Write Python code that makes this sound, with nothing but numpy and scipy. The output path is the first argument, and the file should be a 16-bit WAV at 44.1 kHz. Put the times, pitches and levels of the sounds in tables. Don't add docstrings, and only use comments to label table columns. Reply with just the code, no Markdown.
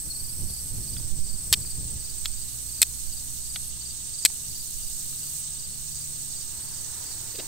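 import sys
import numpy as np
from scipy import signal
from scipy.fft import rfft, irfft, next_fast_len
from scipy.io import wavfile
from scipy.ndimage import uniform_filter1d

SR = 44100
rng = np.random.default_rng(int(sys.argv[2]) if len(sys.argv) > 2 else 0)


def ratio(d):
    e = np.asarray(d, float) / 20
    return 10 ** e


def persist_wave(psi):
    counts = np.round(np.clip(psi, -1, 1) * 32767).astype(np.int16)
    wavfile.write(sys.argv[1], SR, np.atleast_2d(counts).T)


N = 329427
TIME = np.arange(N) / SR
COARSE = np.arange(0, N + 40, 40) / SR


def curve(table, column=1):
    table = np.array(table)
    return np.interp(TIME, table[:, 0], table[:, column])


def unit(x):
    return x / np.sqrt(np.mean(x ** 2))


def colour(x, points):
    hz, db = np.transpose(points)
    size = next_fast_len(N, True)
    bins = np.maximum(np.fft.rfftfreq(size, 1 / SR), 1)
    gain = ratio(np.interp(np.log(bins), np.log(hz), db, right=-80))
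    return unit(irfft(rfft(np.float32(x), size) * np.float32(gain), size)[..., :N])


def thin(x, hz):
    return signal.sosfilt(signal.butter(2, hz, "high", fs=SR, output="sos"), x)


def ring(push, hz, t60):
    pole = np.exp(2j * np.pi * hz / SR - np.log(1000) / (t60 * SR))
    return signal.lfilter([1], [1, -pole], push).imag


def modes(push, table, which):
    return sum(ratio(db[which]) * ring(push, hz, t60) for hz, t60, *db in table)


def walk(rate, count=N):
    k = int(SR / rate)
    steps = np.repeat(rng.standard_normal(count // k + 1), k)
    return unit(uniform_filter1d(uniform_filter1d(steps, k), k)[:count])


def grains(scatter_db, shape=(N,)):
    return unit(rng.standard_normal(shape) * ratio(scatter_db * rng.exponential(size=shape)))


def sides(left_db, right_db):
    return ratio(np.array([[left_db], [right_db]]))


def swells(table):
    gain = sum(ratio(db) * np.exp(-((COARSE - s) / width) ** 2) for s, db, width in table)
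    return np.interp(TIME, COARSE, gain)


def bouts(table):
    power = 0
    for start, stop, db, swell in table:
        rise = (1 - np.exp(-np.maximum(COARSE - start, 0) / swell)) ** 4
        power = power + ratio(2 * db) * rise * (COARSE < stop)
    return np.interp(TIME, COARSE, uniform_filter1d(np.sqrt(power), size=20))


# (frequency [Hz], level [dB])
AIR_COLOUR = [(20, -10.5), (60, 0), (150, -7.5), (250, -14.5), (500, -25.5), (1200, -39), (2600, -28),
              (4000, -28.5), (5500, -20.5), (7000, -28), (11000, -27), (16000, -26)]


def air():
    mid, side = (colour(rng.standard_normal(N), AIR_COLOUR) for _ in range(2))
    return ratio(-49 + 0.48 * walk(1.9)) * (mid + 0.86 * side * np.array([[1], [-1]]))


# (time [s], pitch [Hz], level [dB])
DRONE = [(0, 61.63, -49), (2, 61.58, -47.5), (3.4, 60.83, -47), (4.2, 61, -54), (5, 61.2, -60.5)]
# (multiple, level [dB])
DRONE_ORDERS = [(1, 2.5), (2, -3.5), (3, -20), (4, -18.5)]
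# (time [s], pitch [Hz], level [dB])
WHINE = [(3, 147.2, -67), (3.6, 146.9, -53.5), (4, 146, -68), (4.7, 145, -57), (5.8, 145.5, -49),
         (6.8, 145.1, -54), (7.2, 142, -72)]
# (time [s], pitch [Hz], level [dB])
HUM = [(5.5, 123, -59), (6.2, 121.3, -57), (7.1, 116.6, -52.5), (7.47, 116.2, -55)]


def engine():
    out = 0
    whine_orders = [(.5, -4.0), (1, 0.0), (1.5, -11.5)]
    for table, orders in ((DRONE, DRONE_ORDERS), (WHINE, whine_orders), (HUM, [(0.97, 0)])):
        running = 1. * (TIME > table[0][0]) * (TIME < table[-1][0])
        running = uniform_filter1d(running, size=15000)
        phase = np.cumsum(curve(table) * (1 + 0.0043 * walk(5))) * 2 * np.pi / SR
        for multiple, db in orders:
            level = ratio(curve(table, column=2) + db + 1.1 * walk(3.22))
            out = out + running * level * np.sin(multiple * phase) * np.sqrt(2)
    return out * sides(-14.0, 3.4)


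# (peak [s], level [dB], width [s])
GUSTS = [(.07, -39, 0.022), (.17, -44, 0.06), (.29, -46.5, 0.064), (.62, -45, 0.066), (.43, -33, 0.054),
         (.51, -45, 0.037), (.75, -37, 0.052), (.92, -43, 0.17), (1.11, -38, 0.12), (1.35, -49, 0.15),
         (1.5, -43, 0.1), (1.62, -40.5, 0.068), (1.8, -34, 0.059), (1.95, -38.5, 0.09), (1.1, -52, 0.87)]
# (frequency [Hz], density [dB per Hz])
GUST_COLOUR = [(12, -17), (20, -1), (33, -11), (65, -6), (136, -12.5), (783, -43), (990, -46.5),
               (1500, -63), (1950, -67), (3300, -120)]
# (peak [s], level [dB], width [s])
HEAVES = [(.2, -52, 0.21), (.46, -48, 0.048), (1.1, -36, 0.25), (1.6, -48, 0.44), (2.29, -39.5, 0.13),
          (3.05, -41, 0.11), (3.45, -52.5, 0.22), (4.31, -47, 0.033), (4.85, -41, 0.2), (6.4, -65, 0.29)]
# (peak [s], level [dB], width [s])
ARM_SWING = [
    (4.5, -43, 0.048),
]


def wind():
    both, left, right = (colour(grains(3.15), GUST_COLOUR) for _ in range(3))
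    calm_s = 2.01
    blowing = swells(GUSTS) * ratio(1.8 * walk(19.8)) * (TIME < calm_s)
    eddies = (blowing + swells(ARM_SWING)) * (both + .5 * np.array([left, right]))
    heave_colour = [(1, -16.0), (5, 4.5), (12, -9.5), (22, -17.0), (50, -20.5), (100, -50)]
    heave = colour(rng.standard_normal(N), heave_colour)
    return eddies + (swells(HEAVES) + ratio(-55.5)) * heave * sides(-34, 12.75)


def singer(clicks, body, throb_hz, depth, sharp, alike):
    phase = np.cumsum(throb_hz * (1 + 0.0207 * walk(1.976))) * 2 * np.pi / SR
    throb = 1 - depth + depth * np.exp(sharp * (np.cos(phase) - 1))
    both, *own = np.roll(clicks, rng.integers(N), axis=1)
    return colour(throb * (alike * both + np.array(own)), body) * np.exp(0.11 * walk(5.5))


# (time [s], cicadas [dB], broad singer on the right [dB])
SWELLING = [(0, -39.5, -56), (.8, -40, -50.5), (1.5, -38.5, -52.5), (2.4, -40.5, -48), (5.3, -39.5, -46),
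            (5.84, -39.5, -46), (6.2, -40, -47), (7.47, -41, -46.5)]
# (frequency [Hz], density [dB per Hz])
CICADA_LEFT = [(6000, -32), (7000, -23), (7600, -6), (8000, -0.5), (8600, 0), (9100, -9.5), (9900, -18),
               (10400, -13), (12000, -41)]
CICADA_RIGHT = [(6000, -31), (7300, -16.5), (8050, -2), (8250, 2), (8450, 4.5), (8800, -10.5),
                (9300, -14.5), (9700, -18), (10300, -30), (12000, -21)]
BROAD = [(3000, -33.5), (3800, -8.5), (5000, -6), (6000, -1.5), (6900, 2), (7500, -2), (9000, -8),
         (11000, -27)]
BROAD_LOW = [(2500, -31), (2750, -2), (3300, -4.5), (3800, 1.5), (4400, -14.5), (5000, -30)]
TICKER = [(9000, -33), (9450, -3), (9750, 0), (10100, -25)]
RASP = [(8500, -41), (9500, -0.5), (10300, -3), (10800, -2), (10970, 6), (11150, -2), (11500, 0),
        (12100, -7), (13000, -2), (14000, -7), (14800, -4)]
KATYDID = [(11000, -25), (12900, -7), (13600, -8), (14400, -2), (15000, 2.5), (15700, -4), (17000, -8)]
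SHRILL = [(11000, -17.5), (12500, -2.5), (13200, -7), (14000, -0.5), (15500, -0.5), (17000, -12)]
REED = [(4100, -41), (4450, -3), (5000, -4), (5250, 3), (5700, -17), (5870, 8.5), (6060, -10), (6350, 1),
        (6600, -30)]
FAR_CRICKETS = [(3900, -29), (4250, 3.5), (4500, -2.5), (4750, -18), (4950, -22), (5300, -35)]
# (start [s], stop [s], level [dB], swell [s])
RASP_SONG = [(-.1, .685, -48, .02), (-.1, 1.025, -48.5, .02), (-.1, 1.78, -53, .02), (1.9, 3.7, -46, .35),
             (3.5, 4.4, -54, .05), (4.1, 5.415, -45.5, .12), (5.2, 7.6, -52, .3)]
KATYDID_SONG = [(-.1, .415, -48.5, .02), (4.25, 5.415, -44.5, .12), (2.5, 7.6, -60, 1.5)]
SHRILL_SONG = [(-.5, 3.405, -50.5, .5), (3.2, 4.4, -55, .1), (4.5, 7.6, -49.5, .45)]
# (time [s], level [dB])
REED_SONG = [(0, -53), (1.4, -52.5), (2.3, -62.5), (2.8, -70), (7.47, -65)]


def insects():
    cicadas, broad = (ratio(curve(SWELLING, column=k)) for k in (1, 2))
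    stutter = swells((3.653 + k * .0575, -48, .005) for k in range(6))
    clicks = grains(1.5, (3, N))
    return (cicadas * sides(2.65, -1.6) * singer(clicks, CICADA_LEFT, 30, 0.43, 1.5, 0.45)
            + cicadas * sides(-3.0, 4.6) * singer(clicks, CICADA_RIGHT, 33.3, 0.4, 0.87, 0.69)
            + broad * sides(-11, 10.02) * singer(clicks, BROAD, 11.5, 0.25, 2.1, 0.1)
            + broad * sides(-31, -4.5) * singer(clicks, BROAD_LOW, 11.5, 0.43, 1.3, 0.35)
            + sides(-55.0, -53) * singer(clicks, TICKER, 9.7, 0.95, 2.1, 0.32)
            + bouts(RASP_SONG) * sides(2.6, 4.8) * singer(clicks, RASP, 118, 0.43, 1.5, 0.18)
            + bouts(KATYDID_SONG) * sides(4.4, -6) * singer(clicks, KATYDID, 64, 0.96, 1.6, 0.33)
            + stutter * sides(0, -11) * colour(clicks[1:], RASP[3:-1] + KATYDID[3:])
            + bouts(SHRILL_SONG) * sides(4.4, 4.3) * singer(clicks, SHRILL, 100, .3, 1.5, 0.62)
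            + ratio(curve(REED_SONG)) * sides(-26, 7.7) * singer(clicks, REED, 50, 0.3, 1.5, 0.42)
            + sides(-60.0, -53.5) * singer(clicks, FAR_CRICKETS, 22, 0.5, 1.8, 0.33))


def strokes(chirps, gap_s, top_hz, hook, count):
    song = []
    for s, db, climb_hz, swell_db in chirps:
        for k in range(count):
            back = max(k - 1, 0)
            level_db = db - swell_db * back ** 2.3
            song.append((s - k * gap_s, level_db, top_hz - climb_hz * back ** 0.82, hook))
    return song


# (last stroke [s], level [dB], pitch climb [Hz], swell [dB])
CHIRPS = [(.291, -40.5, 130, -0.5), (.585, -41, 130, 2), (.977, -40.5, 120, 1.5), (1.336, -41, 45, 2),
          (1.708, -41, 100, 2.5), (2.095, -41.5, 70, 2.5), (2.418, -42, 99, 2), (2.785, -42, 130, 3),
          (3.169, -42.5, 75, 3), (3.545, -41.5, 100, 3), (3.903, -39.5, 115, 2.5), (4.232, -38, 85, 3),
          (4.6, -39.5, 105, 3.5), (4.873, -43, 142, 5), (5.277, -44.5, 133, 5), (5.639, -42, 19.7, 11),
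          (6.01, -43, 62, 2), (6.41, -41.5, 140, 3), (6.781, -43.5, 110, 6), (7.111, -42, 110, 7),
          (7.4, -44, 150, 5)]
# (last stroke [s], level [dB])
ANSWERS = [(.565, -46), (.76, -56), (1.386, -45.5), (1.746, -45), (1.915, -53), (2.183, -46), (2.526, -48),
           (2.85, -47), (3.175, -45), (3.428, -48), (3.695, -47.5), (4.015, -49), (4.29, -47), (4.68, -48),
           (5.0, -48), (5.47, -54), (5.741, -46), (6.201, -47), (6.675, -44.5), (7.14, -45.5), (7.45, -48)]


def crickets():
    out, u = np.zeros((2, N)), np.linspace(0, 1, num=1300)
    shape = np.sin(np.pi * u ** 1.02) ** 0.93
    answers = [(s, db, 30, 4) for s, db in ANSWERS]
    song = strokes(CHIRPS, gap_s=.046, top_hz=4733, hook=0.12, count=5)
    song += strokes(answers, gap_s=.046, top_hz=4510, hook=.03, count=3)
    for (s, db, hz, hook), lag in zip(song, rng.uniform(0, 2 * np.pi, (len(song), 1))):
        bend = 1.005 - hook * u ** 4 - .03 * (1 - u) ** 4 + .003 * walk(300, count=len(u))
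        phase = np.cumsum(hz * bend) * 2 * np.pi / SR + lag
        stroke = ratio(db) * shape * np.sin(phase + np.array([[0], [.9]])) * sides(5.2, -4.0)
        part = out[:, int((s - .009) * SR):][:, :len(u)]
        part += stroke[:, :part.shape[1]]
    scrub = rng.standard_normal((2, 2000)) * np.exp(-np.arange(2000) / 700)
    return out + ratio(-35) * signal.oaconvolve(out, scrub, axes=1)[:, :N]


# (time [s], level [dB])
SLEEVE = [(6.3, -64), (6.6, -57), (6.9, -53.5), (7.2, -54), (7.33, -55.5), (7.37, -59), (7.4, -51),
          (7.44, -53), (7.47, -53)]
# (frequency [Hz], density [dB per Hz])
SLEEVE_COLOUR = [(180, -19), (300, -1), (622, -8.5), (892, -4), (1170, -8), (1540, -6.5), (3500, -17.5),
                 (4550, -35), (7700, -120)]
# (time [s], push length [s], thump [Hz], level [dB])
THUMPS = [(7.344, .0004, 430, -41), (7.353, .0004, 520, -40), (7.3845, .0005, 450, -36),
          (7.389, 0.00032, 383, -32), (7.398, 0.00021, 597, -32.5), (7.394, .0003, 760, -44),
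          (7.402, .0005, 320, -40.5), (7.407, .0004, 520, -40), (7.432, .0003, 905, -41)]
# (peak [s], width [s], low ring [dB], high ring [dB])
GRIT = [(7.35, .004, -50, -54), (7.358, .005, -60, -46), (7.391, 0.0056, -46, -38), (7.399, .003, -42, -39),
        (7.405, 0.0034, -38, -44), (7.432, .015, -66, -60)]


def body():
    out = ratio(curve(SLEEVE) + .8 * walk(15)) * colour(grains(1.8), SLEEVE_COLOUR)
    end = slice(int(7.2 * SR), N)
    t = TIME[end]
    knocks = grains(2.3, t.shape)
    low = ring(knocks, 2900, 0.0049) + 0.49 * ring(knocks, 2800, 0.0033) + 0.41 * ring(knocks, 1900, 0.002)
    high = ring(knocks, 3830, 0.0074) + .6 * ring(knocks, 3300, .004) + .5 * ring(knocks, 4600, .006)
    low, high = unit(thin(low, 1400)), unit(thin(high, 2100))
    for s, length, hz, db in THUMPS:
        thump = thin(ring(np.exp(-((t - s) / length) ** 2), hz, 0.031), 220)
        out[end] += ratio(db) * thump / np.abs(thump).max()
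    for s, width, low_db, high_db in GRIT:
        out[end] += np.exp(-((t - s) / width) ** 2) * (ratio(low_db) * low + ratio(high_db) * high)
    return out


# (time [s], level [dB], stone ring [Hz], knuckle knock [dB], steel ring [dB])
TAPS = [(.9665, -35.5, 2600, -20, -29), (.967, -35, 1440, -25, -30), (.9675, -31, 3430, -20, -30),
        (.9705, -34, 3450, -20, -30), (1.0, -29, 700, -13, -30), (2.251, -32, 4000, -3, -30),
        (2.2545, -36, 3400, -20, -30), (2.2562, -17, 5030, -28, -9), (2.2577, -9.5, 4100, -23, -12.5),
        (2.26, -21, 4270, -14, -18), (2.2608, -20, 3350, -27, -30), (3.5591, -23, 3000, -13, -30),
        (3.56, -32, 5100, -20, -30), (3.5604, -21.5, 3630, -10, -30), (3.5605, -21, 4270, -14, -30),
        (3.5619, -31, 2300, -5, -30), (3.563, -28, 3300, -7, -30), (3.5644, -28, 3300, -3, -30),
        (4.301, -50, 2300, 10, -30), (4.3012, -33, 900, -20, -30), (.5, -31, 700, -25, -30),
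        (5.13, -41, 1280, -5, -33), (1.65, -46, 2330, -2, -30)]


def tap(tick, db, hz, knock_db, steel_db):
    t60 = min(0.0056 * ratio(-.35 * (db + 13)), .012)
    knock = ring(tick, 2340, 0.005) + 0.28 * ring(tick, 1900, 0.02)
    knock += 0.22 * ring(tick, 1480, .016) + 0.3 * ring(tick, 800, 0.011)
    stone = ring(tick, hz, t60) + ratio(-15) * ring(tick, 3400, .024) + ratio(knock_db) * knock
    steel = ratio(steel_db) * (ring(tick, 7100, 0.023) + .5 * ring(tick, 11580, 0.02))
    soft_stone = uniform_filter1d(np.roll(stone, 2), size=3)
    return ratio(db) * thin(soft_stone + steel, 1330)


# (time [s], tick [dB], drag [dB], edge catch after [s], catch [dB])
BLOWS = [
    (1.5267, 0, -18.5, 0.013, -21),
    (2.8175, 1, -18, 0.012, -14),
    (4.2506, 1, -17, 0.0096, -21),
]
# (frequency [Hz], t60 [s], level in blow 1, 2, 3 [dB])
STEEL = [(7220, 0.018, -21, -17, -16), (7490, 0.014, -15, -7.5, -6.5), (7960, 0.016, -2, 1, 1.5),
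         (8740, 0.037, -14, -12.5, -10), (9480, 0.0077, -5.5, -4.5, -9), (10330, 0.0061, -10, -6, -11),
         (11380, 0.014, -8, -7, -9), (11960, 0.02, -15, -11, -14), (13700, 0.0049, -7, -20, -20),
         (14800, 0.0059, -9, -9, -21)]
STONE = [(1800, 0.014, -23, -42, -33), (2010, 0.014, -34, -25, -38), (2380, 0.014, -35, -26, -15),
         (2570, .009, -20, -8.5, -12), (3220, 0.011, -7, -28, -22), (3640, 0.013, -6, -6.5, -13),
         (4120, 0.014, -18, -14, -11), (4340, 0.011, -9, -7.5, -9.5), (4550, .012, -5.5, -26, -15),
         (4950, 0.011, -15, -20, -9.5), (5100, 0.01, -22, -8, -18), (5260, 0.011, -9.5, -21, -18),
         (5780, 0.011, -13, -8, -11.5), (6460, 0.019, -16, -11, -11)]
TICK_STONE_DB = [-4.5, -3, -1]
# (level [dB], frequency [Hz], t60 [s])
THUDS = [(-19, 1000, 0.0052), (-25.5, 1280, 0.0054), (-18, 1300, 0.0041)]
CRACK_DB = [-20, -20, -16]
# (time [s], into the stone [dB], into the steel [dB])
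SNAGS = [(1.5284, -20, -10), (1.5299, -8.5, -9), (1.5324, -14, -18), (1.5332, -10, -20), (1.5338, -16, -18),
         (1.5349, -9, -18), (1.5357, -13, -18), (1.5375, -13, -16), (1.539, -9, -12), (1.540, -9, -18),
         (1.5418, -25, -19), (1.5444, -24, -33), (1.5455, -20, -32), (2.8248, -14, -22), (2.8193, -14, -9),
         (2.826, -17, -12), (2.8272, -21, -14), (2.8284, -4.5, -10), (2.8288, -10, -6), (2.830, -15, -14),
         (2.8315, -13, -19), (2.8358, -28, -27), (4.2524, -14, -10), (4.2551, -13, -14), (4.2566, -5, -11),
         (4.259, -5, -15), (4.2602, -12, -12), (4.2625, -19, -17), (4.2643, -22, -22)]


def blow(tick, t, which):
    s, tick_db, drag_db, catch_s, catch_db = BLOWS[which]
    brush_s = .0062
    drag = ratio(drag_db) / (1 + np.exp((t - catch_s) / 0.00044))
    drag += ratio(drag_db - 10) / (1 + np.exp((t - catch_s - brush_s) / 0.0003))
    catch = ratio(catch_db) * np.exp(-((t - catch_s) / 0.0025) ** 2)
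    grip = ratio(-14 / (1 + np.exp((catch_s + brush_s + .0008 - t) / .0005)))
    first = ratio(tick_db) * thin(tick, 3900)
    slips = uniform_filter1d((drag + catch) * grains(2.1, t.shape) * 0.16, size=2)
    to_stone = ratio(TICK_STONE_DB[which]) * thin(tick, 2000) + slips
    to_steel = first + ratio(-2.5) * slips
    for at, stone_db, steel_db in SNAGS:
        if 0 < at - s < t[-9]:
            i = int((at - s) * SR)
            to_stone[i:][:2] += ratio(stone_db) / 2
            to_steel[i] += ratio(steel_db)
    stone = grip * modes(to_stone, STONE, which)
    steel = modes(to_steel, STEEL, which) + ratio(-30) * to_steel
    sound = thin(thin(stone + steel, 2160), 1260)
    sound = signal.sosfilt(signal.butter(4, 14300, fs=SR, output="sos"), sound)
    thud_db, thud_hz, thud_t60 = THUDS[which]
    thud = ratio(thud_db) * ring(tick + .4 * to_stone, thud_hz, thud_t60)
    crack = ratio(CRACK_DB[which]) * uniform_filter1d(np.roll(tick, 4), size=5)
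    return sound + thud + crack


def flint():
    out, t = np.zeros(N), np.arange(4096) / SR
    tick = 1. * (t == 0)
    for which, (s, *_) in enumerate(BLOWS):
        out[int(s * SR):][:len(t)] += blow(tick, t, which)
    for s, *touch in TAPS:
        out[int(s * SR):][:len(t)] += tap(tick, *touch)
    return out


def scene():
    hands = flint() + body()
    ground = ratio(-24) * np.roll(uniform_filter1d(hands, size=2), 60)
    near = hands + ground * np.array([[1], [-1]])
    return near + insects() + crickets() + wind() + engine() + air()


def top_cut(x):
    return signal.sosfilt(signal.butter(12, 16970, fs=SR, output="sos"), x)


def record(dry):
    top_hz = 15760
    wet = signal.sosfilt(signal.ellip(12, .3, 60, top_hz, fs=SR, output="sos"), dry)
    hold = np.exp(-1 / (0.012 * SR))
    loudness = signal.lfilter([1 - hold], [1, -hold], np.abs(wet).max(axis=0))
    ducked = wet / (1 + 2.5 * loudness)
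    rounded = .92 * np.tanh(ducked / .92)
    mix = signal.sosfilt(signal.cheby1(8, .5, top_hz, fs=SR, output="sos"), rounded)
    return top_cut(mix)


dry = scene()
out = record(dry)
persist_wave(out)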